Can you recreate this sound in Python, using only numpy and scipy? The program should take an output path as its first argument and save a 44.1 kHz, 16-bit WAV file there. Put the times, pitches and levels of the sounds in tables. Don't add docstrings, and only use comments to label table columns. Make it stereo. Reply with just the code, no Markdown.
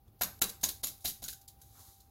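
import sys
import numpy as np
from scipy import signal
from scipy.fft import rfft, irfft
from scipy.io import wavfile
from scipy.ndimage import uniform_filter1d

SR = 44100
rng = np.random.default_rng(int(sys.argv[2]) if len(sys.argv) > 2 else 0)


def generate_wav(signal):
    frames = np.transpose(np.atleast_2d(signal))
    scaled = np.clip(frames, -1, 1) * 32767
    pcm = np.round(scaled).astype(np.int16)
    wavfile.write(sys.argv[1], SR, pcm)


def how_loud(loudness_db):
    steps = np.asarray(loudness_db, float) / 20
    return 10 ** steps


N = 92610

# pitch_hz, level_db (per Hz)
RUMBLE_COLOUR = [(25, -11), (70, 3), (115, 0), (155, -11.5), (350, -16), (600, -23.5), (1200, -27),
                 (3000, -41.5)]
# pitch_hz, level_db (per Hz)
HISS_COLOUR = [(600, -2), (1900, -15), (5000, -10.5), (8600, -31), (10500, -7), (13000, -4.5),
               (14800, -3.5), (16500, -2.3)]
# time_s, rumble_db, hiss_db
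AIR_SWELL = [(0, -3, 0), (.08, 4.5, -1.5), (.18, -4, 3), (.3, 3, 6), (.8, 2, 6.5), (1.15, -4.5, 9),
             (1.3, 6.5, -7), (1.43, -5, 6.5), (1.55, -0.5, 4.5), (1.78, 0.5, 5.5), (2.1, -3, -0.5)]
# time_s, level_db
WHINE_LEVEL = [
    (0, -70),
    (.06, -87.5),
    (.18, -76),
    (.45, -71),
    (1.0, -71),
    (1.3, -70),
    (2.1, -71),
]
# start_s, level_db, rise_s, fall_t60_s
LANDINGS = [(0.077, -70, 0.0024, 0.052), (0.189, -64.5, 0.0062, 0.097), (0.209, -30, 0.0048, 0.06),
            (.217, -27, 0.0022, 0.12), (0.233, -30, 0.0016, 0.052), (0.385, -55, 0.0074, 0.029),
            (0.4106, -50, 0.002, 0.057), (0.4158, -21.5, 0.0013, 0.023), (0.4198, -22.5, 0.00039, 0.089),
            (0.438, -28, 0.0039, 0.022), (0.482, -38.5, 0.018, 0.035), (.610, -49, .003, 0.1),
            (0.629, -26.5, 0.01, 0.13), (0.686, -31, 0.0016, 0.11), (.831, -40, 0.0011, 0.046),
            (0.833, -31.5, 0.0071, 0.14), (0.868, -34.5, 0.0015, 0.15), (.976, -59, 0.0039, 0.07),
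            (1.004, -58, 0.0034, 0.49), (1.041, -35.5, 0.01, 0.25), (1.053, -28, 0.0037, 0.073),
            (1.07, -33.5, 0.015, 0.12), (1.219, -48, 0.0031, 0.11), (1.2247, -43.5, 0.0044, 0.068),
            (1.2385, -39, 0.0018, 0.17), (1.252, -51, .002, 0.14), (1.279, -38, 0.0015, 0.14),
            (1.282, -39, 0.0022, 0.19), (1.301, -46, 0.0017, 0.055), (1.325, -44.5, 0.0068, 0.062),
            (1.411, -56, 0.0038, 0.066), (1.476, -48.5, 0.0054, 0.11), (1.615, -51.5, 0.0011, 0.076),
            (1.792, -56.5, 0.0021, 0.061), (2.001, -58, .003, 0.095)]
# time_s, level_db
RAKING = [
    (1.36, -96),
    (1.55, -94),
    (1.62, -64),
    (1.69, -66),
    (1.74, -62),
    (1.81, -56),
    (1.89, -58.5),
    (1.97, -65),
    (2.1, -77),
]
# pitch_hz, level_db
CRACKLE_COLOUR = [(600, -21.5), (2400, -15.5), (3900, -4), (6900, -3.5), (8800, -7), (10500, -3.5),
                  (13000, -1.5), (16000, -5.5)]
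# pitch_hz, level_db, t60_s
MESH_MODES = [(2210, 8, 0.018), (3945, 4, 0.018), (4450, -12, 0.01), (4950, -27, 0.01), (6530, -44, 0.0079),
              (6520, 11, 0.005), (6480, -17, 0.02), (6700, 0.5, 0.028), (11340, 10, 0.012),
              (12100, 11, 0.013)]
# start_s, level_db, pitch_hz, t60_s
PINGS = [(.638, -13, 6520, 0.03), (0.841, -23, 6810, 0.047), (.842, -29, 3945, 0.034), (.99, -71, 1540, .1),
         (1.056, -22.5, 3960, 0.035), (1.239, -48.5, 3930, 0.064), (1.246, -31.5, 6780, 0.16),
         (1.243, -47, 1524, 0.066), (1.26, -48.5, 1470, 0.15), (1.282, -30, 4100, 0.034),
         (1.285, -50, 1562, 0.1), (1.293, -41, 1627, 0.039), (1.328, -48.5, 1524, 0.096),
         (1.384, -70, 1520, 0.042), (1.41, -66, 1500, .08), (1.478, -42.5, 4650, 0.032),
         (1.479, -43.5, 7470, 0.033), (1.483, -49.5, 4380, 0.046), (.078, -63, 3460, .04),
         (1.616, -64, 1550, 0.14), (2.004, -49.5, 4100, 0.026), (.2105, -28, 710, 0.062),
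         (.2105, -38, 628, 0.07), (.2185, -15, 12600, 0.032), (.8365, -26, 11000, 0.028),
         (.843, -17, 11460, .025), (.4165, -32.5, 743, .05), (.6455, -22, 12100, 0.036),
         (.4165, -38.5, 1306, .05), (.4165, -40, 994, .05), (.418, -37.5, 353.3, 0.077),
         (.633, -45.5, 253, .07), (.634, -58, 2230, .04), (.245, -44.5, 643, .07), (.665, -45, 604, .06),
         (.633, -35.5, 723, 0.054), (.834, -44.5, 690, 0.053), (1.0465, -38, 712, 0.11),
         (1.059, -50, 1670, 0.036), (1.222, -49.5, 717, .06), (1.33, -50, 6750, .06),
         (1.346, -49, 6700, .06), (1.478, -42, 10500, .025), (1.2265, -46, 3920, .05),
         (.417, -11, 7190, .02), (.42, -15.5, 11640, 0.04), (.442, -25, 3900, 0.026),
         (1.284, -32.5, 10660, .02), (1.86, -62, 4550, .04)]
# start_s, ring_db, thud_db, tilt_db (brightness per octave)
PALM_SLAPS = [
    (0.2108, -37.5, -35.5, 1.5),
    (0.4164, -36.5, -37, 2),
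    (.6331, -40.5, -37.5, -1.5),
    (0.8319, -48, -43.5, -2.2),
    (1.0459, -48, -37.5, -3),
    (1.2216, -53.5, -46, -4),
]
# pitch_hz, level_db, t60_s
BOWL_MODES = [(194, -12, 0.076), (256, -8.5, 0.1), (345.7, -6.5, 0.052), (542.4, -9.5, 0.083),
              (641, -11, 0.048), (732, -4.5, 0.05), (986, -5, 0.051), (1180, -7.5, 0.03),
              (1390, -3.5, 0.053), (1655, -3.5, 0.024), (2045, -6.5, .031), (2157, -15, .031),
              (2606, -6, .025)]
# time_s, level_db
SKIN_BRUSH = [
    (1.7, -97),
    (1.755, -68.5),
    (1.8, -65.5),
    (1.825, -72),
    (1.9, -72),
    (1.95, -81.5),
]
# time_s, pitch_hz, level_db
FINGER_DRAG = [
    (1.73, 1170, -102),
    (1.755, 1240, -70),
    (1.772, 1390, -65),
    (1.79, 1210, -66),
    (1.803, 1030, -65),
    (1.82, 960, -74),
    (1.85, 1057, -69),
    (1.895, 1020, -81),
    (1.92, 920, -97),
]
# start_s, end_s, depth_db
TREBLE_DIPS = [
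    (0.399, 0.408, -35),
    (0.823, 0.824, -26),
    (1.273, 1.276, -2.5),
    (1.465, 1.474, -7),
]
# pitch_hz, level_db
PORT_SHADE = [(500, -9), (2000, -7), (3600, -13), (7400, -19), (8800, -7), (9900, -1), (12000, -6),
              (16000, -11)]

PORT_LAG = 13


def evened(x):
    return x / np.sqrt(np.mean(x ** 2) + 1e-20)


def curve(points):
    s, db = np.transpose(points)
    return how_loud(np.interp(np.arange(N) / SR, s, db))


def wander(width):
    once = uniform_filter1d(rng.standard_normal(N), int(width))
    return evened(uniform_filter1d(once, int(width)))


def shaped(x, colour):
    hz, db = np.transpose(colour)
    log_f = np.log(np.fft.rfftfreq(N, 1 / SR) + 1)
    gain = how_loud(np.interp(log_f, np.log(hz), db, left=-40))
    return evened(irfft(rfft(x) * gain, N))


def causal(colour):
    hz, db = np.transpose(colour)
    f = np.fft.rfftfreq(2048, 1 / SR)
    cepstrum = irfft(np.log(how_loud(np.interp(np.log(f + 1), np.log(hz), db))))
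    cepstrum[1:1024] *= 2
    cepstrum[1025:] = 0
    return irfft(np.exp(rfft(cepstrum)))


def modes(table, detune):
    t = np.arange(12000) / SR
    return sum(how_loud(db - 60 * t / t60) * np.sin(2 * np.pi * hz * d * t)
               for (hz, db, t60), d in zip(table, detune))


def grains(per_s, spread_db):
    size = how_loud(spread_db * np.minimum(rng.exponential(1, N), 5))
    sign = np.sign(rng.standard_normal(N))
    return evened(size * sign * (rng.random(N) < per_s / SR))


def ports(x, y, same):
    same = np.clip(same, -1, 1)
    return np.array([x, same * np.roll(x, PORT_LAG) + np.sqrt(1 - same ** 2) * y])


def kitchen():
    s, rumble_db, hiss_db = np.transpose(AIR_SWELL)
    rumble = shaped(ports(*rng.standard_normal((2, N)), .8), RUMBLE_COLOUR) * how_loud(np.array([[3], [-5]]))
    hiss = shaped(rng.standard_normal((2, N)), HISS_COLOUR) * how_loud(np.array([[1], [-2]]))
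    lumps = wander(1500)
    phase = 2 * np.pi * np.cumsum(786 + 0.87 * lumps) / SR
    whine = curve(WHINE_LEVEL) * how_loud(1.5 * wander(680)) * np.sin(phase)
    rumble = how_loud(-62 + 1.5 * lumps) * curve(np.c_[s, rumble_db]) * rumble
    hiss = how_loud(-69) * curve(np.c_[s, hiss_db]) * hiss
    return rumble + hiss + whine * how_loud(np.array([[6], [-11]]))


def fish_power():
    settle_db, settle_t60_s = -13.5, 0.053
    t = np.arange(N) / SR
    power = curve(RAKING) ** 2 * (np.arange(N) > 1.36 * SR)
    for s, db, rise, t60 in LANDINGS:
        u = np.maximum(t - s, 0)
        after = np.maximum(u - rise, 0)
        clump = how_loud(db - 60 * after / t60) ** 2
        stragglers = how_loud(db + settle_db - 60 * after / settle_t60_s) ** 2
        power = power + np.minimum(u / rise, 1) ** 2 * (clump + stragglers)
    return power


def fish():
    power = fish_power()
    weight = power / how_loud(-39) ** 2
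    snaps = np.zeros((2, N))
    clatter = wander(60)
    for hz in np.geomspace(500, 17000, num=13):
        cycles = np.arange(int(6 * SR / hz) + 8) * hz / SR
        snap = np.sin(2 * np.pi * cycles) * cycles * np.exp(-cycles / 0.57)
        snap = snap * np.sqrt(hz / 8000) / np.linalg.norm(snap)
        reach = weight ** (.28 * np.clip(np.log2(4000 / hz), 0, 1))
        uneven_db = 2.2 * np.clip(weight ** .12, .4, 1) * (.5 * clatter + .9 * wander(300))
        contacts = ports(grains(hz * .5, 2.4), grains(hz * .5, 2.0), 0.4)
        train = np.sqrt(power) * reach * how_loud(uneven_db) * contacts
        snaps += signal.oaconvolve(train, snap[None], axes=1)[:, :N]
    ring = modes(MESH_MODES, np.ones(len(MESH_MODES)))[:5000]
    taps = np.sqrt(power) * ports(grains(1200, 4.5), grains(1200, 4.5), .5)
    crackle = snaps + how_loud(-29.0) * signal.fftconvolve(taps, ring[None], axes=1)[:, :N]
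    crackle = how_loud(-0.5) * signal.fftconvolve(crackle, causal(CRACKLE_COLOUR)[None], axes=1)[:, :N]
    low = signal.oaconvolve(crackle, signal.firwin(255, 3300, fs=SR)[None], "same")
    body = np.minimum(abs(uniform_filter1d(weight, size=200)) ** .045, 1)
    return crackle - low * (1 - body)


def pings():
    out = np.zeros(N + SR)
    for s, db, hz, t60 in PINGS:
        ring = min(t60, 130 / hz ** .95 + .012)
        detune = 1 + np.array([0, .04, -.05]) * rng.uniform(.6, 1.4, 3)
        sound = modes([(hz, db, ring), (hz, db - 4, ring), (hz, db - 6, ring)], detune)
        start = round(s * SR)
        out[start:start + len(sound)] += sound * np.minimum(np.arange(len(sound)) / SR / .002, 1)
    return np.array([out[:N], how_loud(-3.5) * np.roll(out[:N], PORT_LAG)])


def slaps():
    thud_hz, thud_t60_s = 74, .18
    out = np.zeros((2, N))
    t = np.arange(900) / SR
    for s, db, thud_db, tilt_db in PALM_SLAPS:
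        push = np.exp(-t / .006) * rng.standard_normal((2, len(t))) * .08
        push[:, 20] += 1
        struck = [(hz, level + tilt_db * np.log2(hz / 700), min(t60, 60 / hz))
                  for hz, level, t60 in BOWL_MODES]
        bowl = modes(struck, rng.uniform(1.0, 1.02, len(BOWL_MODES)))
        sound = signal.fftconvolve(push, bowl[None], axes=1)[:, :12000]
        sound *= np.minimum(np.arange(12000) / SR / .004, 1)
        sound /= np.sqrt(np.mean(sound[:, :1300] ** 2, axis=1, keepdims=True))
        thud = modes([(thud_hz, thud_db, thud_t60_s)], rng.uniform(0.95, 1.07, 1))
        thud = thud * np.array([[1], [-.6]])
        start = round(s * SR)
        out[:, start:start + sound.shape[1]] += how_loud(db) * sound + thud
    return out * how_loud(np.array([[0], [-8.5]]))


def brush():
    band = signal.butter(2, [750, 1700], "band", fs=SR, output="sos")
    skin = signal.sosfilt(band, ports(grains(3500, 2.8), grains(2500, 1.8), 0.6))
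    s, hz, db = np.transpose(FINGER_DRAG)
    turn = np.exp(2j * np.pi * np.cumsum(np.interp(np.arange(N) / SR, s, hz)) / SR)
    r = np.exp(-np.pi * 540 / SR)
    catches = ports(grains(2000, 1.4), grains(2500, 2.5), 0.96)
    drag = (turn * signal.lfilter([1], np.poly([r, r]), catches / turn)).real
    both = curve(SKIN_BRUSH) * evened(skin) + curve(np.c_[s, db]) * evened(drag)
    return both * how_loud(np.array([[3], [-4]]))


def room(x, t60):
    t = np.arange(SR // 2) / SR
    tail = rng.standard_normal((2, len(t))) * how_loud(-60 * t / t60) * np.minimum(t / 0.0084, 1)
    return signal.fftconvolve(x, tail / np.linalg.norm(tail[0]), axes=1)[:, :N]


def shade(x):
    return np.array([x[0], signal.fftconvolve(x[1], causal(PORT_SHADE))[:N]])


def scene():
    air, crackle, ping, palm = kitchen(), fish(), pings(), slaps()
    near = crackle + ping + how_loud(-10) * room(crackle + .5 * ping, 0.31)
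    palm_room = how_loud(-2.5) * room(palm * wander(115), 0.33)
    return shade(near) + palm + palm_room + brush() + air


def top_cut(x):
    return signal.sosfilt(signal.butter(12, 16810, fs=SR, output="sos"), x)


def record(dry):
    t = np.arange(N) / SR
    dip_db = sum(db * np.clip(np.minimum(t - a, b - t) / 0.0087 + .5, 0, 1) for a, b, db in TREBLE_DIPS)
    low = signal.oaconvolve(dry, signal.firwin(301, 1100, fs=SR)[None], "same")
    edge = signal.firwin(511, 15950, window=("kaiser", 8), fs=SR)
    mix = signal.oaconvolve(low + how_loud(dip_db) * (dry - low), edge[None], "same")
    return top_cut(mix)


dry = scene()
out = record(dry)
generate_wav(out)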